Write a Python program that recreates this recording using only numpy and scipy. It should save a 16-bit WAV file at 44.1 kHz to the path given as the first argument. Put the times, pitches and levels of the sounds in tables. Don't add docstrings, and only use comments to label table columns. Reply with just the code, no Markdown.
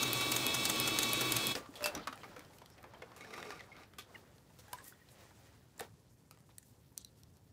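import sys
import numpy as np
from scipy import signal
from scipy.fft import rfft, irfft
from scipy.io import wavfile

SR = 44100
rng = np.random.default_rng(int(sys.argv[2]) if len(sys.argv) > 2 else 0)


def nominal_scale(level):
    x = np.asarray(level, float) / 20
    return 10 ** x


def digitize_waveform(pressure):
    field = np.atleast_2d(pressure).T
    bounded = np.clip(field, -1, 1)
    quanta = np.round(bounded * 32767).astype(np.int16)
    wavfile.write(sys.argv[1], SR, quanta)


N = 331632

# (multiple [1], level [dB])
MESH_HARMONICS = [(1, -24), (2, -23.5), (3, 0.5), (4, -44), (5, -11.5), (6, 2), (7, 4.5), (8, -4), (9, 4),
                  (10, 4.5), (11, 0.5), (12, -1.5), (13, -12), (14, -2.5), (15, -13.5), (16, -10.5),
                  (17, -8.5)]
HOUSING_SLOPES = {3: .4, 6: .9, 9: -1.0, 10: 1.0, 11: -.2}
# (time [s], frequency [Hz])
MESH_SPEED = [(0, 379.8), (.09, 379.2), (.126, 374.3), (.16, 378.8), (.28, 380), (.41, 377.6), (.45, 372.2),
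              (.56, 376), (.62, 378.2), (.75, 377), (.79, 371.8), (.88, 374.5), (.93, 377.4), (1.06, 379.4),
              (1.125, 375.3), (1.17, 378), (1.39, 377.3), (1.44, 372.2), (1.53, 373.8)]
# (time [s], level [dB])
TOOTH_BEARING = [(0, 2.5), (.1, -1.5), (.22, 3), (.32, -0.5), (.41, -1.5), (.46, 1.5), (.6, 2), (.72, -1),
                 (.82, 1.5), (1.0, 2), (1.2, 1), (1.37, 0), (1.46, -0.5), (1.55, 3.5)]
# (frequency [Hz], density [dB])
DRIVE_SPECTRUM = [(40, -19), (118, -12.5), (311, -2), (760, -9.5), (1300, -9.5), (1900, -16.5), (2450, -8),
                  (2850, -19), (3350, -6), (3600, -11), (4300, -14.5), (5000, -18), (8500, -15),
                  (10000, -22), (13000, -22.5), (16000, -20)]
# (frequency [Hz], width [Hz], level [dB])
FRAME_MODES = [(55.7, 9.1, -65.5), (125.5, 7.7, -49.5), (238, 40, -52), (312.8, 7.4, -53.5),
               (1255, 150, -72.5)]
# (time [s], strength [dB])
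STITCHES = [(0.0284, -1), (0.363, 2.5), (0.6957, 0.5), (1.03, 0), (1.3655, 1)]
# (time in stitch [s], peak over 5 kHz [dB], 1.5-5 kHz [dB], under 1.5 kHz [dB], ring [Hz])
STITCH_CONTACTS = [(-.001, -21, -7, -15.5, 6200), (.0025, -19.5, -5.5, -14.5, 6530),
                   (.1805, -24.5, -4, -12.5, 6150), (.1845, -24, -4.5, -14, 9040),
                   (.1885, -25.5, -8, -8, 6500), (.2915, -17, -4, -16, 7360),
                   (.295, -25.5, -3.5, -19, 4460)]
# columns as the contacts, but time from the start [s]
LOCKING_CONTACT = (1.5525, -33, 8, -5, 3600)
# (time [s], peak over 5 kHz [dB], ring [Hz])
TOUCHES = [(0.0237, -30, 8100), (0.0307, -22.5, 6200), (0.0318, -23, 6300), (0.0361, -27, 6200),
           (0.1317, -19.5, 12400), (0.1761, -33.5, 5900), (0.212, -27.0, 6400), (0.3154, -31.5, 7100),
           (0.318, -22, 11600), (0.3208, -25, 6800), (0.3537, -31.0, 13100), (0.3632, -22, 7200),
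           (0.3651, -24.5, 13700), (0.3677, -30.5, 6400), (0.4263, -35, 10000), (0.4664, -20, 12300),
           (0.543, -24, 5800), (0.546, -25.5, 6400), (0.5499, -26, 6400), (0.6349, -33, 7800),
           (0.6494, -29.5, 7800), (0.6534, -19, 6100), (0.6598, -31.0, 7600), (0.6646, -33, 7700),
           (0.691, -31.5, 12500), (0.6978, -22, 7300), (0.6998, -22.5, 6200), (0.7018, -27, 7400),
           (0.7037, -30, 6200), (0.7598, -33, 8300), (0.8, -19.5, 12300), (0.8634, -33.0, 6300),
           (0.8747, -24, 5800), (0.8777, -24, 6400), (0.8815, -26, 7800), (0.9876, -21.5, 6400),
           (0.9892, -24, 10100), (0.9915, -28, 10800), (1.0238, -29.0, 8000), (1.0312, -24, 7300),
           (1.0345, -29.5, 7200), (1.04, -33, 8300), (1.0926, -32, 5800), (1.1331, -17.5, 12400),
           (1.1777, -34, 7700), (1.209, -24, 5800), (1.2117, -29.5, 14500), (1.2147, -28, 13500),
           (1.218, -32, 8700), (1.3209, -19, 11700), (1.3236, -26.0, 7700), (1.3581, -32, 12600),
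           (1.3638, -28, 6500), (1.3654, -22, 6100), (1.3678, -22, 12800), (1.4693, -18.5, 12300)]
# (time in stitch [s], frequency [Hz], level [dB], T60 [s])
STITCH_RINGS = [(.001, 3610, -31, .025), (.002, 1300, -38, .03), (.104, 2500, -35, .04),
                (.181, 1400, -36, .04), (.292, 3050, -36, .025), (.2925, 4520, -33, .025),
                (.2915, 5200, -36, .015), (.003, 4100, -37, .02)]
# (time [s], frequency [Hz], level [dB], T60 [s])
STRUCK_RINGS = [(1.575, 1180, -50, .4), (1.555, 500, -38, .04), (1.57, 290, -42, .1), (1.69, 280, -44, .08),
                (1.842, 2670, -32, 0.11), (1.859, 2670, -36, 0.14), (1.756, 3450, -50, .06),
                (1.787, 3400, -55, .12), (1.953, 1500, -44, .03), (1.966, 300, -41, 0.16),
                (2.09, 260, -47, 0.12), (2.214, 3100, -56, .04), (2.241, 2200, -47, .04),
                (2.368, 1550, -50, .05), (2.946, 3150, -56, .05), (2.364, 490, -46, .07),
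                (2.385, 300, -50, .1), (3.022, 700, -49, .05), (3.031, 450, -47, .07),
                (3.118, 1100, -54, .05), (2.938, 880, -52, .05), (2.805, 750, -58, .08),
                (2.155, 800, -54, .12), (3.023, 2150, -48, .03), (4.59, 500, -56, 0.06),
                (4.682, 1650, -55, .03), (4.692, 3300, -60, .03), (4.695, 1650, -58, .03),
                (4.732, 3000, -44, .02), (4.786, 3900, -56, .02), (4.934, 3400, -61, .03),
                (4.733, 1580, -40, 0.025), (4.785, 1650, -46, .035), (4.803, 1680, -55, .06),
                (4.733, 1000, -42, .07), (4.924, 1480, -49, .025), (3.247, 1750, -52, .06),
                (5.802, 700, -44, 0.035), (5.812, 480, -36, 0.042), (7.047, 5800, -50, .02),
                (7.0475, 4020, -41, .018), (6.5836, 1900, -52, .012), (6.978, 4100, -45, .015),
                (3.718, 2170, -50, .05), (3.756, 2180, -53, .05), (3.594, 2140, -47, .03),
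                (3.208, 2180, -49, .06), (4.143, 200, -56, .1), (3.987, 400, -52, .06)]
# (time [s], peak over 5 kHz [dB], body [dB], ring [Hz])
ARM_KNOCKS = [(1.6588, -52.5, 3.5, 1130), (1.8237, -36.5, -4.5, 1180), (1.8412, -18.5, -15, 4720),
              (1.8585, -19.5, -10, 1530), (1.9505, -38, 0, 5470), (1.975, -46, 5, 1120),
              (1.995, -53, 6, 1300), (2.0726, -32.5, 0, 1170), (2.127, -43.5, 6, 1250),
              (2.2328, -56, 11, 1210), (2.2414, -58.5, 6, 795), (2.447, -57, -6, 3030),
              (2.78, -61, 1.5, 2200), (2.363, -45, 2, 1390), (2.5074, -56, -5, 830),
              (2.5326, -53, -8, 2070), (2.6174, -52, -1.5, 676), (2.7854, -65, 5, 710),
              (2.8406, -59.5, 8.5, 855), (2.9364, -53, 1.5, 870), (3.0206, -55.5, 11, 520),
              (3.985, -52, 4.5, 1160), (3.1172, -59, 4, 1160)]
# (time [s], peak over 5 kHz [dB], body [dB], ring [Hz])
THREAD_JERKS = [(3.1677, -64, -5, 1170), (3.2076, -54, 4, 2070), (3.2465, -60, 11, 1700),
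                (3.3368, -43, 0, 2020), (3.3782, -42.5, -0.5, 1110), (3.3992, -61, 10, 1200),
                (3.5937, -57, 5, 2080), (3.688, -72, 0, 1070), (3.7164, -74, 2, 2050),
                (3.7244, -67, 8, 2100), (3.7533, -69, 8, 2110), (3.7653, -64, 8, 2080),
                (3.8337, -64, 8.5, 2040), (3.8756, -74, -6, 1200), (4.111, -71, -6, 1800)]
# (time [s], peak over 5 kHz [dB], body [dB], ring [Hz])
BENCH_KNOCKS = [(4.497, -62, -3, 1780), (4.5024, -59.5, -4.5, 875), (4.6814, -44, -16.5, 810),
                (4.7309, -21.5, -21, 990), (4.7854, -50, 0.5, 1680), (4.9236, -67, 6, 1490),
                (5.087, -54.5, -4, 3980), (5.3084, -61, -0.5, 900), (5.4124, -50, -20, 725),
                (5.7941, -34, -24, 8050), (5.8064, -23, -18, 690), (6.491, -63, -1, 880),
                (6.628, -54, -8, 7250), (7.3696, -47, -27, 1350)]
# (time [s], peak over 5 kHz [dB], body [dB], ring [Hz])
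SCUFFS = [(1.7554, -41.5, -12, 3350), (1.862, -28.5, -17, 2580), (3.1624, -43.5, -13, 1140),
          (3.984, -35, -15, 3340), (4.143, -64, 5, 1200), (4.588, -45, -20, 960)]
# (time [s], peak over 5 kHz [dB], body [dB], ring [Hz])
HANDLING_TICKS = [(1.7396, -54, 6, 1840), (1.775, -43, -10, 3400), (1.791, -50, -9, 3400),
                  (1.808, -46, 5, 1390), (1.831, -27, -16, 2700), (1.9505, -27.5, -5.5, 5540),
                  (1.859, -22, -6, 4500), (6.9725, -57, -4, 4000), (2.157, -45, -14, 9400),
                  (2.176, -47, -3.5, 2400), (2.218, -57, -2, 3200), (2.382, -52, -3, 1500),
                  (2.406, -54, -1, 900), (2.3935, -35.5, -11.5, 2250), (2.585, -40.5, -13.5, 3300),
                  (2.6595, -42, -8.5, 4000), (2.7014, -43, -15, 1590), (2.8292, -41.5, -15, 1200),
                  (3.3068, -50, 3, 1190), (3.4273, -44, 6.5, 2000), (3.4694, -58, 5, 1400),
                  (3.5055, -38, 4, 1630), (3.6073, -49.5, 5.5, 1830), (3.936, -56, 4.5, 1340),
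                  (4.3817, -53, -7, 4260), (4.8424, -39, -27, 8840), (4.881, -36, -25, 12000),
                  (5.4704, -53, -4, 1560), (5.779, -44, -21, 7040), (6.075, -63, -9, 4500),
                  (6.387, -55, -9, 7900), (5.7974, -30.5, -5.5, 1950), (6.3108, -34.5, -16, 1270),
                  (6.397, -60, -9, 8770), (6.347, -56, -6, 1230), (6.374, -52, -5, 1180),
                  (6.4044, -50.5, -14, 1260)]
# (time [s], level [dB])
FIRST_PULL = [(3.148, -72), (3.218, -54), (3.302, -57.5), (3.34, -51), (3.45, -50.5), (3.53, -49),
              (3.6, -56), (3.65, -64)]
# (time [s], level [dB])
SECOND_PULL = [(3.712, -71), (3.75, -68), (3.83, -55), (3.852, -64)]
# (frequency [Hz], width [Hz], level [dB])
GUIDE_MODES = [(425, 59, 0), (738, 97, -4), (1180, 46, -1), (1410, 30, -5), (2170, 130, -2),
               (2420, 41, -10), (3730, 220, -9), (4590, 75, -15), (5300, 170, -11)]
# (time [s], peak over 5 kHz [dB], 3-5 kHz [dB], ring [Hz])
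BLADE_CLICKS = [(6.583, -32.5, -5.5, 8550), (6.9775, -23.5, -6.5, 6600), (7.0478, -39.5, -10, 8400),
                (7.234, -46.5, -1, 5500)]
# (time [s], length [s], first frequency [Hz], last frequency [Hz], level [dB])
SQUEAKS = [(1.795, 0.12, 590, 598, -40), (3.45, 0.087, 430, 410, -53), (3.588, 0.032, 2150, 1900, -49.5),
           (3.328, .022, 2150, 2050, -53), (3.712, .026, 2170, 2170, -60), (3.21, .055, 2200, 2180, -59),
           (4.74, .045, 1000, 950, -59), (4.147, 0.016, 2150, 1800, -46), (4.152, 0.012, 2950, 2830, -52),
           (4.68, 0.093, 810, 900, -63), (4.76, .07, 8200, 8000, -66), (4.79, 0.045, 1100, 1000, -57),
           (4.835, .075, 1880, 1870, -66), (4.925, .04, 1890, 1890, -68), (5.005, .035, 1890, 1900, -69)]
# (time [s], length [s], low edge [Hz], high edge [Hz], level [dB])
SWISHES = [(2, 0.063, 2980, 4200, -60), (2.5, 0.1, 6000, 16000, -70), (4.818, 0.11, 5660, 17000, -57.5),
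           (5.086, 0.066, 5800, 13000, -66.5), (7, 0.029, 5200, 8600, -63), (6.606, 0.14, 4300, 17000, -71),
           (6.49, 0.032, 1400, 4400, -68.5), (4.586, 0.028, 2900, 6700, -61), (2.7, .05, 5000, 5600, -70),
           (6.972, 0.072, 3300, 4600, -68), (7.046, 0.055, 3700, 4400, -73), (3.302, 0.29, 4840, 5700, -81),
           (7.156, 0.074, 3000, 15300, -72.5)]
# (time [s], fall time [s], dull rub [dB], rustle re rub [dB])
HAND_MOVES = [(1.559, 0.032, -40, -6.5), (1.85, 0.074, -50.5, -7), (1.971, 0.05, -46, -23),
              (2.3, 0.18, -57, -8), (2.97, 0.16, -61.5, -20), (3.45, 0.2, -53.5, -15),
              (3.78, 0.021, -57.5, -25), (4.18, 0.098, -62.5, -7), (4.78, 0.16, -64.5, 0.5),
              (5.21, 0.056, -65, 0), (5.46, 0.14, -67, -3), (5.83, 0.023, -50.5, -11)]
# (frequency [Hz], density [dB])
RUB_SPECTRUM = [(88, -7.5), (150, -7), (384, -4), (522, -3.5), (1300, -10), (1400, -9), (2660, -20.5),
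                (5000, -24), (6500, -34), (11000, -120)]
# (frequency [Hz], density [dB])
RUSTLE_SPECTRUM = [(1060, -55), (1800, 1), (2120, -5), (7490, -8), (9250, -11.5), (12700, -14),
                   (13400, -16), (16000, -8.5)]
# (frequency [Hz], density [dB])
SHOP_SPECTRUM = [(15, -40), (25, -18.5), (68, 1), (108, 4.5), (301, -8), (489, -13), (659, -19),
                 (1040, -21.5), (1230, -25.5), (2160, -30), (5570, -27.5), (14800, -32), (16000, -35.5)]

WHINE_DB, RUNNING_DB = -39, -44.5
PIERCE_WHINE_DB, PIERCE_RUNNING_DB = 2, -1
PIERCE_S, SAG_S = 0.092, 0.039
STOP_S, BRAKE_DB_PER_S = 1.518, 480
COAST_DB, COAST_S = -10, 0.07
CLACK_CHATTER_S, SNAP_CHATTER_S, PLAY_DB = 0.011, 0.0028, 1.0
TOUCH_DB, TOUCH_MID_DB, TOUCH_LOW_DB = 4.5, -9.5, -24
LEAN_DB_PER_OCTAVE, LEAN_TOP_DB = 8.0, 6.0
KNIFE_LOW_DB, KNIFE_CHATTER_S = -32, 0.0041
STEADY_UNDER_HZ, STEADY_DB, FLUTTER_DB = 700, -0.5, 4
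WAVER = 0.005
STILL_RUB_DB, STILL_RUSTLE_DB, HANDS_FROM_S = -79.5, -83, 1.55
SHOP_DB, SHOP_T60_S, SHOP_WET_DB = -67, 0.17, -10.5


def machine():
    (mesh_hz,), _ = in_time(MESH_SPEED)
    (bearing_db,), _ = in_time(TOOTH_BEARING)
    load = needle_load()
    braked = np.maximum(np.arange(N) / SR - STOP_S, 0)
    brake_db = -BRAKE_DB_PER_S * braked
    whine_db = WHINE_DB + bearing_db + PIERCE_WHINE_DB * load + brake_db
    coast_db = np.maximum(brake_db, COAST_DB - 120 * braked)
    running_db = RUNNING_DB + PIERCE_RUNNING_DB * load + coast_db
    fade_db = -BRAKE_DB_PER_S * np.maximum(braked - COAST_S, 0)

    mesh_hz = mesh_hz + 0.45 * drift(18) + 0.2 * drift(70)
    phase = 2 * np.pi * np.cumsum(mesh_hz) / SR
    fast_hz = mesh_hz - 377
    harmonics = np.zeros(N)
    for multiple, db in MESH_HARMONICS:
        play_db = 1.0 * drift(12) + 1.8 * drift(50)
        housing_db = HOUSING_SLOPES.get(multiple, 0) * fast_hz
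        tone = np.sin(multiple * phase + rng.uniform(0, 7.93))
        harmonics += nominal_scale(db + play_db + housing_db) * tone
    alternate_teeth = 1 + 0.047 * np.cos(phase / 2)
    whine = nominal_scale(whine_db - 10.5) * harmonics * alternate_teeth

    running = nominal_scale(running_db + 5.5) * coloured(DRIVE_SPECTRUM, patchy_db=1.2, grit_db=1.6)
    shake = rng.standard_normal(N)
    frame = sum(nominal_scale(db) * rms_one(resonance(shake, hz, width)) for hz, width, db in FRAME_MODES)
    return nominal_scale(fade_db) * (whine + running + nominal_scale(brake_db) * frame)


def needle_load():
    t = np.arange(N) / SR
    return sum(np.exp(-((t - start - PIERCE_S) / SAG_S) ** 2) for start, _ in STITCHES)


def stitch_clacks():
    clacks = [(*LOCKING_CONTACT, CLACK_CHATTER_S)]
    for start, strength_db in STITCHES:
        for after, db, mid_db, low_db, hz in STITCH_CONTACTS:
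            if start + after < STOP_S:
                played_db = db + strength_db + PLAY_DB * rng.standard_normal()
                clacks.append((start + after, played_db, mid_db, low_db, hz, CLACK_CHATTER_S))
    return blows(clacks, rise_s=0.0004, crack_db=3, ring_db=-14, ring_q=14, body_stretch=1.19,
                 mid_from_hz=2200, grit_db=3.5)


def hook_snaps():
    touches = [(s, db + TOUCH_DB, TOUCH_MID_DB, TOUCH_LOW_DB, hz, SNAP_CHATTER_S) for s, db, hz in TOUCHES]
    return blows(touches, rise_s=0.00012, crack_db=8, ring_db=-6, ring_q=6, body_stretch=1.3, grit_db=1)


def metal_rings():
    out, t = np.zeros(N + SR), np.arange(SR // 2) / SR
    rings = list(STRUCK_RINGS)
    for start, _ in STITCHES:
        rings += [(start + s, *ring) for s, *ring in STITCH_RINGS if start + s < STOP_S]
    for s, hz, db, t60 in rings:
        at = round(s * SR)
        envelope = (1 - np.exp(-t / 0.00016)) * nominal_scale(db - 60 * t / t60)
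        out[at:at + len(t)] += envelope * np.sin(2 * np.pi * hz * t)
    return out[:N]


def knocks():
    rows = handled(ARM_KNOCKS, 0.013) + handled(THREAD_JERKS, 0.011)
    rows += handled(BENCH_KNOCKS, 0.0069) + handled(SCUFFS, 0.056)
    return blows(rows, rise_s=0.0005, crack_db=4, ring_db=-1, ring_q=9, body_stretch=1.2)


def handling_ticks():
    return blows(handled(HANDLING_TICKS, 0.0044), rise_s=0.0003, crack_db=7, ring_db=-7, ring_q=10,
                 body_stretch=1.4, grit_db=2)


def thread():
    pulls = [in_time(rows) for rows in (FIRST_PULL, SECOND_PULL)]
    slips = rng.standard_normal(N) * nominal_scale(1.8 * drift(60) + 2.2 * drift(170))
    body = np.zeros(N)
    for hz, width, db in GUIDE_MODES:
        body += nominal_scale(db + 1.8 * drift(21)) * rms_one(resonance(slips, hz, width))
    return sum(nominal_scale(db + fade_db - 2.5) for (db,), fade_db in pulls) * rms_one(body)


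def knife():
    snips = [(s, db, mid_db, KNIFE_LOW_DB, hz, KNIFE_CHATTER_S) for s, db, mid_db, hz in BLADE_CLICKS]
    return blows(snips, rise_s=0.00012, crack_db=12, ring_db=-5, ring_q=10, body_stretch=1.2,
                 mid_from_hz=3500)


def squeaks():
    out, flutter, waver = np.zeros(N), drift(90), drift(150)
    for s, length, first_hz, last_hz, db in SQUEAKS:
        rough_db = STEADY_DB if first_hz < STEADY_UNDER_HZ else FLUTTER_DB
        at, part = round(s * SR), np.linspace(0, 1, round(length * SR))
        span = slice(at, at + len(part))
        glide_hz = first_hz + (last_hz - first_hz) * part
        hz = glide_hz * (1 + WAVER * max(rough_db, 0) * waver[span])
        tone = np.sin(2 * np.pi * np.cumsum(hz) / SR)
        swell = np.sin(np.pi * part ** 1.1) ** 0.66
        out[span] += nominal_scale(db + rough_db * flutter[span]) * swell * tone
    return out


def swishes():
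    out = np.zeros(N)
    for s, length, low_hz, high_hz, db in SWISHES:
        at, part = round(s * SR), np.linspace(0, 1, round(length * SR))
        grit = rng.standard_normal(18000) * nominal_scale(2.5 * rng.standard_normal(360).repeat(50))
        hiss = rms_one(band(grit, low_hz, high_hz))[:len(part)]
        out[at:at + len(part)] += nominal_scale(db) * np.sin(np.pi * part) * hiss
    return out


def hands():
    t = np.arange(N) / SR
    rub_level, rustle_level = nominal_scale(STILL_RUB_DB), nominal_scale(STILL_RUSTLE_DB)
    for s, fall, db, bright_db in HAND_MOVES:
        swell = nominal_scale(db) * np.exp(-abs(t - s) / fall)
        rub_level = rub_level + swell
        rustle_level = rustle_level + nominal_scale(bright_db) * swell
    rub = rub_level * coloured(RUB_SPECTRUM, patchy_db=2.2, grit_db=2.5)
    rustle = rustle_level * coloured(RUSTLE_SPECTRUM, patchy_db=2.5, grit_db=2.5)
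    return (t > HANDS_FROM_S) * (rub + rustle)


def workshop(x):
    t = np.arange(round(0.5 * SR)) / SR
    noise = rng.standard_normal(len(t)) * (t > 0.004)
    bright = noise * nominal_scale(-90 * t / SHOP_T60_S)
    dull = 0.85 * band(noise, 150, 5200) * nominal_scale(-60 * t / SHOP_T60_S)
    tail = bright + dull
    return signal.fftconvolve(x, tail / np.sqrt(np.sum(tail ** 2)))[:N]


def room_noise():
    return nominal_scale(SHOP_DB + 2.5) * coloured(SHOP_SPECTRUM, patchy_db=2.5, grit_db=-3.0)


def blows(rows, rise_s, crack_db, ring_db, ring_q, body_stretch, mid_from_hz=1500, grit_db=4.5):
    t = np.arange(round(0.15 * SR)) / SR
    slow = np.array([[1], [body_stretch], [body_stretch ** 2]])
    trains, rings = np.zeros((3, N + len(t))), np.zeros(N + len(t))
    for s, db, mid_db, low_db, hz, chatter in rows:
        at, levels_db = round(s * SR), db + np.array([0, mid_db, low_db])
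        decay = nominal_scale(-30 * t / (max(chatter, 0.001) * slow))
        noise = rng.standard_normal((3, len(t))) * decay * (1 - np.exp(-t / rise_s))
        touch = rng.standard_normal(len(t) // 16 + 1).repeat(16)[:len(t)]
        noise *= nominal_scale(grit_db * touch - grit_db / 2)
        noise[:, :2] = nominal_scale(crack_db) * np.array([[1, -2.0], [1, -0.1], [2, 0.25]])
        trains[:, at:at + len(t)] += noise * nominal_scale(levels_db)[:, None]
        own_band = 2 - np.searchsorted([1500, 5000], hz)
        ring = resonance(noise[1], hz, hz / ring_q)
        rings[at:at + len(t)] += nominal_scale(levels_db[own_band] + ring_db) * ring / abs(ring).max()
    high = nominal_scale(-9.5) * band(trains[0], 3600, 13800)
    mid = band(trains[1], mid_from_hz, 5130)
    low = nominal_scale(6.0) * band(trains[2], 420, 2020)
    return (high + mid + low + rings)[:N]


def handled(rows, chatter_s):
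    out = []
    for s, db, body_db, hz in rows:
        lean_db = np.clip(LEAN_DB_PER_OCTAVE * np.log2(hz / 1500), -LEAN_TOP_DB, LEAN_TOP_DB)
        out.append((s, db, body_db + lean_db, body_db - lean_db, hz, chatter_s))
    return out


def coloured(spectrum, patchy_db, grit_db):
    hz = np.fft.rfftfreq(N, 1 / SR) + 1
    grains = rng.standard_normal(N) * nominal_scale(grit_db * rng.standard_normal(N // 16 + 1).repeat(16)[:N])
    points = np.array(spectrum)
    shaped = rfft(grains) * nominal_scale(np.interp(np.log(hz), np.log(points[:, 0]), points[:, 1]))
    octave = np.log2(hz / 30)
    out = np.zeros(N)
    for k in range(10):
        part = irfft(shaped * np.clip(1 - abs(octave - k), 0, 1), N)
        out += part * nominal_scale(patchy_db * min(k / 5, 1) * np.clip(drift(12.6), -2, 1.6))
    return rms_one(out)


def drift(rate):
    r = np.exp(-80 * np.pi * rate / SR)
    slow = signal.lfilter([1], [1, -2 * r, r * r], rng.standard_normal(N // 40 + 2002))[2000:]
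    return np.interp(np.arange(N) / 40, np.arange(len(slow)), rms_one(slow))


def resonance(x, hz, width):
    r = np.exp(-np.pi * width / SR)
    poles = [1, -2 * r * np.cos(2 * np.pi * hz / SR), r * r]
    return signal.lfilter([(1 - r * r) / 2, 0, (r * r - 1) / 2], poles, x)


def band(x, low_hz, high_hz):
    return signal.sosfilt(signal.butter(2, [low_hz, high_hz], "band", fs=SR, output="sos"), x)


def rms_one(x):
    return x / np.sqrt(np.mean(x ** 2) + 1e-20)


def in_time(rows, fade_db_s=600):
    s, *columns = np.transpose(rows)
    t = np.arange(N) / SR
    outside = np.maximum(s[0] - t, 0) + np.maximum(t - s[-1], 0)
    return [np.interp(t, s, c) for c in columns], -fade_db_s * outside


def scene():
    near = stitch_clacks() + hook_snaps() + knocks() + handling_ticks()
    rings, snips = metal_rings(), knife()
    reverb = nominal_scale(SHOP_WET_DB) * workshop(near + 0.5 * (snips + rings))
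    mix = near + rings + snips + reverb + machine() + thread()
    mix += squeaks() + swishes() + hands() + room_noise()
    return np.array([mix, mix])


def top_cut(x):
    return signal.sosfilt(signal.butter(12, 16820, fs=SR, output="sos"), x)


def record(dry):
    thin = signal.sosfilt(signal.butter(2, 42, "high", fs=SR, output="sos"), dry)
    cut = signal.sosfilt(signal.cheby2(20, 55, 15950, fs=SR, output="sos"), thin)
    return top_cut(cut)


dry = scene()
out = record(dry)
digitize_waveform(out)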